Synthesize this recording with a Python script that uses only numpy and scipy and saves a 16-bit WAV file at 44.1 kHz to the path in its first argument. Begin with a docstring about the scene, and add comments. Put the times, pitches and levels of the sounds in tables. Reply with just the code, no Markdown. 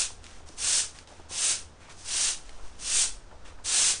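"""A stiff broom is pushed over rough asphalt in an open car park, one stroke every two paces.
A stroke ends as the scene opens, over far traffic and a little wind on the microphone.
Shoes then tap, scuff, crack grit and roll softly over the ground. With the next push, thousands
of bristle flicks merge into a bright rasp that swells with speed and dies as the head lifts.
Steps and strokes go on alternating, with a faint return from cars and shop fronts."""
import sys
import numpy as np
from scipy import signal
from scipy.fft import rfft, irfft
from scipy.io import wavfile

SR = 44100
rng = np.random.default_rng(int(sys.argv[2]) if len(sys.argv) > 2 else 0)


def generate_wav(sig):
    """Save sig (samples, or channels by samples) to the path in sys.argv[1] as 16-bit PCM at SR."""
    pcm = np.round(np.clip(np.atleast_2d(sig).T, -1, 1) * 32767).astype(np.int16)
    wavfile.write(sys.argv[1], SR, pcm)


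N = 176400
T = np.arange(N) / SR


def amp(db):
    """The decibel scale: 20 dB is a factor of ten in amplitude."""
    return 10 ** (np.asarray(db) / 20)


def unit(x):
    """Normalisation to an rms of 1."""
    return x / np.sqrt(np.mean(x ** 2) + 1e-20)


def colour(x, points):
    """Linear filtering by (Hz, dB) points, joined on a logarithmic frequency axis."""
    point_hz, db = np.transpose(points)
    hz = np.fft.rfftfreq(len(x), 1 / SR)
    gain = amp(np.interp(np.log(hz + 1), np.log(point_hz + 1), db))
    return irfft(rfft(x) * gain, len(x))


def resonate(x, hz, width_hz):
    """Forced response of one damped mode, scaled to rms 1."""
    pole = np.exp((2j * np.pi * hz - np.pi * width_hz) / SR)
    return unit(signal.lfilter([1], [1, -pole], x).real)


def clicks(per_s, spread_db):
    """Shot noise: independent impulses of uneven size and random sign."""
    size = amp(spread_db * np.minimum(rng.exponential(1, N), 5))
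    return unit(size * rng.choice([-1, 1], N) * (rng.random(N) < per_s / SR))


def wobble(hz):
    """Random modulation: noise low-passed at the given frequency, at rms 1."""
    rolloff = 1 + (np.fft.rfftfreq(N, 1 / SR) / hz) ** 4
    return unit(irfft(rfft(rng.standard_normal(N)) / rolloff, N))


def burst(start, decay_s):
    """The envelope of a damped impact: sudden onset, exponential decay."""
    return (T >= start) * np.exp(-np.maximum(T - start, 0) / decay_s)


def near_echoes(x, count=14):
    """Comb filtering: reflections off ground, legs and broom head give a slightly hollow colour."""
    delays_s = rng.uniform(0.0007, 0.008, count)
    signs = rng.choice([-1, 1], count)
    echoes = sum(sign * np.roll(x, round(s * SR)) for s, sign in zip(delays_s, signs))
    return unit(x + amp(-9.5) / np.sqrt(count) * echoes)


def broom():
    """Stick-slip friction: bristles catch and flick, shaking the head and exciting the broom's modes."""
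    # Each row: times of touch, full speed and lift in seconds, then level, softening at the touch,
    # head offset and tip offset, all in dB.
    strokes = [(-.3, -0.013, 0.024, -27, 20, 0.5, 4), (0.574, 0.725, .803, -26, 17.5, 0.5, 4),
               (1.296, 1.52, 1.5214, -25.5, 19, 0.5, 2.5), (2.046, 2.242, 2.297, -26.5, 17, 0.5, 0.5),
               (2.786, 3.013, 3.0353, -25, 26, 0, 4.5), (3.65, 3.82, 3.908, -24, 10.5, 1.5, 3)]
    # Spectra of the bristles on the ground, the shaken head and the tips at full speed.
    # Each row: frequency in Hz, relative spectral density in dB.
    bristle_spectrum = [(200, -26.5), (1000, -17.5), (1330, -12.5), (1530, -7), (1900, -11), (2200, -9),
                        (2650, -3.5), (4200, -1.5), (5000, -0.5), (5650, 2), (6300, 2), (6700, -1),
                        (7300, -2.5), (8400, -2.5), (9200, 1.5), (10000, -7.5)]
    head_spectrum = [(100, -10.5), (280, -2.5), (500, 0.5), (800, 1.5), (1200, 3), (1700, 3), (3000, 2),
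                     (8000, -29)]
    tip_spectrum = [(2000, -17.5), (5000, -3), (7200, 14.5), (9000, 14.5), (10000, 7.5)]
    # Narrow resonances of the broom. Each row: frequency in Hz, relative level in dB.
    modes = [(2642, 0), (3437, 2.5), (4261, -1), (4567, 3), (5258, -1), (6233, 10)]
    touch_s, lift_db_per_s, lift_knee_s = 0.023, 236, 0.0094
    bristle_flicks, head_flicks, tip_flicks, mode_flicks = [
        clicks(per_s=28000, spread_db=1) for _ in range(4)]
    rings = unit(sum(amp(db) * resonate(mode_flicks, hz, width_hz=98) for hz, db in modes))
    rasp = unit(colour(bristle_flicks, bristle_spectrum)) + amp(-13.5) * rings
    head = amp(-18) * unit(colour(head_flicks, head_spectrum))
    tips = amp(-3.5) * unit(colour(tip_flicks, tip_spectrum))
    out = np.zeros(N)
    for touch, full, lift, db, soft_db, head_db, tips_db in strokes:
        push_db = -soft_db * np.clip((full - T) / (full - touch), 0, 1) ** 2.33
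        push_db -= lift_db_per_s * lift_knee_s * np.logaddexp(0, (T - lift) / lift_knee_s)
        contact = amp(db) * np.clip((T - touch) / touch_s + 0.5, 0, 1)
        # The tips follow the push more steeply than the head, so the rasp brightens with speed.
        body = head * amp(0.76 * push_db + head_db)
        hiss = tips * amp(1.33 * push_db + tips_db)
        out += contact * (near_echoes(rasp) * amp(push_db) + body + hiss)
    judder_db = 0.56 * wobble(hz=70)
    return out * amp(judder_db)


def traffic():
    """Incoherent addition: far vehicles merge into a wash, with a narrow-band engine drone."""
    # The wash. Each row: frequency in Hz, relative spectral density in dB.
    spectrum = [(30, -0.5), (80, 2.5), (130, 0.5), (200, -0.5), (330, -1.5), (750, -3.5), (1400, -6.5),
                (2100, -14), (4000, -16), (6200, -17.5), (10000, -25)]
    # The drone's course. Each row: time in seconds, level in dB.
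    drone_levels = [(0, -56), (1.4, -56.5), (2.1, -60.5), (3, -61), (4, -58)]
    wash, drone = rng.standard_normal((2, N))
    wash = amp(-55.5) * unit(colour(wash, spectrum)) * amp(0.34 * wobble(hz=13))
    for _ in range(2):
        drone = resonate(drone, hz=79.5, width_hz=19.2)
    return wash + amp(np.interp(T, *np.transpose(drone_levels))) * drone


def wind():
    """Turbulence: gusts make slow pressure fluctuations on the microphone."""
    # Each row: time in seconds, level in dB.
    gusts = [(0, -44.5), (1.2, -50.5), (2.1, -49.5), (2.38, -39.5), (2.78, -40.5), (2.9, -40.5),
             (3.2, -42.5), (4, -46)]
    # Each row: frequency in Hz, relative spectral density in dB.
    spectrum = [(1, -6.5), (5, -0.5), (12, -19.5), (25, -13.5), (50, -23), (100, -49), (300, -51),
                (2000, -110)]
    rumble = unit(colour(rng.standard_normal(N), spectrum))
    return amp(np.interp(T, *np.transpose(gusts))) * rumble


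def rubber(hz):
    """Heavy damping gives a sole a dull, broad band of noise around one pitch."""
    # Each row: frequency as a multiple of the pitch, relative spectral density in dB.
    shape = [(.1, -10), (.5, 4.5), (1., 8.5), (1.7, -4.5), (3, -23), (10, -35.5)]
    spectrum = [(hz * multiple, db) for multiple, db in shape]
    return unit(colour(rng.standard_normal(N), spectrum))


def taps():
    """Damped impact: each landing heel or sole gives a short, dull tap."""
    # Each row: start in seconds, level in dB, pitch in Hz.
    landings = [(0.105, -46.5, 800), (.405, -49.5, 810), (0.494, -46, 425), (0.539, -53.5, 400),
                (1.122, -46, 750), (1.197, -41.5, 800), (1.312, -41.5, 454), (1.885, -44.5, 1000),
                (2.587, -48.5, 647), (2.649, -53, 900), (3.313, -46.5, 1100), (3.325, -45, 781),
                (3.343, -50, 700), (3.485, -53, 1190), (3.522, -48, 890), (3.585, -49, 1380),
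                (3.598, -49, 1000)]
    return sum(amp(db) * burst(start, decay_s=0.0073) * rubber(hz) for start, db, hz in landings)


def scuffs():
    """Sliding friction: a sole catches and slides out over loose grains."""
    # Each row: start in seconds, length in seconds, level in dB, treble gain in dB.
    drags = [(0.217, 0.23, -48, -2), (0.456, 0.14, -55, 5.5), (0.939, 0.11, -47, -1),
             (1.061, 0.21, -51.5, -2), (1.792, 0.18, -52.5, -3.5), (1.892, 0.065, -52, 3.5),
             (1.947, 0.4, -53.5, 8.5), (2.426, 0.28, -52.5, -0.5), (2.616, 0.35, -56, 0),
             (3.345, 0.077, -67, -2), (3.445, 0.086, -44.5, -6.5), (3.521, 0.051, -57, -4)]
    # The dragging sole. Each row: frequency in Hz, relative spectral density in dB.
    spectrum = [(200, -3.5), (900, 2.5), (2000, 3), (2700, 3.5), (4600, 1.5), (6200, 4.5), (7000, 1),
                (10000, -0.5)]
    grains = unit(colour(clicks(per_s=7000, spread_db=2), spectrum))
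    treble = colour(grains, [(2250, -30), (4500, 0)])
    out = np.zeros(N)
    for start, length, db, treble_db in drags:
        progress = np.clip((T - start) / length, 0, 1)
        envelope = np.minimum(progress / 0.13, 1) * (1 - progress) ** 0.55
        out += amp(db) * envelope * (grains + (amp(treble_db) - 1) * treble)
    return out


def grit():
    """Brittle fracture: a grain cracks under a shoe in a brief broadband burst."""
    # Each row: start in seconds, level in dB, pitch in Hz, decay time in seconds.
    cracks = [(0.242, -35, 3700, 0.0014), (0.2662, -40, 3400, .002), (.488, -38, 6050, 0.0023),
              (.988, -35, 4080, 0.0016), (1.074, -45, 4050, 0.0027), (2.4931, -38.5, 3320, 0.0023)]
    slope_db_per_octave = 8
    out = np.zeros(N)
    for start, db, hz, decay_s in cracks:
        spectrum = [(hz * 2. ** octave, -slope_db_per_octave * abs(octave)) for octave in (-4, 0, 2)]
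        out += amp(db) * burst(start, decay_s) * unit(colour(rng.standard_normal(N), spectrum))
    return out


def rolls():
    """Rolling contact: a sole meets the ground gradually, so its noise swells and fades smoothly."""
    # Each row: middle in seconds, half length in seconds, level in dB, pitch in Hz.
    contacts = [(0.337, 0.047, -64.5, 1800), (.97, 0.02, -65.5, 910), (1.12, 0.042, -55, 890),
                (1.363, 0.073, -53, 880), (1.849, 0.04, -56, 2210), (1.91, 0.015, -53, 2300),
                (2.622, 0.067, -58.5, 1000), (3.35, 0.039, -58, 840), (3.49, 0.059, -62, 1110),
                (3.595, 0.022, -63, 1000)]
    return sum(amp(db) * np.exp(-((T - middle) / half) ** 2) * rubber(hz)
               for middle, half, db, hz in contacts)


def scatter(x):
    """Diffuse reflection from cars and shop fronts forms a short, decaying tail."""
    t60_s, rise_s = 0.33, 0.016
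    t = T[:SR]
    tail = rng.standard_normal(SR) * amp(-60 * t / t60_s) * np.minimum(t / rise_s, 1)
    return signal.fftconvolve(x, tail / np.linalg.norm(tail))[:N]


def scene():
    """Superposition of all sources, heard from straight ahead and so alike in both ears."""
    near = broom() + scuffs() + taps() + rolls() + grit()
    mono = near + amp(-18) * scatter(near) + traffic() + wind()
    return np.array([mono, mono])


def record(dry):
    """Band limiting: the microphone's treble rolls off into a steep low-pass edge."""
    # Each row: frequency in Hz, gain in dB.
    mic_response = [(9350, 0.5), (9750, -1.5), (10000, -3.5), (10200, -33)]
    edge_hz = 10300
    heard = np.array([colour(channel, mic_response) for channel in dry])
    low_pass = signal.firwin(511, edge_hz, window=("kaiser", 9), fs=SR)
    return signal.oaconvolve(heard, low_pass[None], "same")


dry = scene()
out = record(dry)
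generate_wav(out)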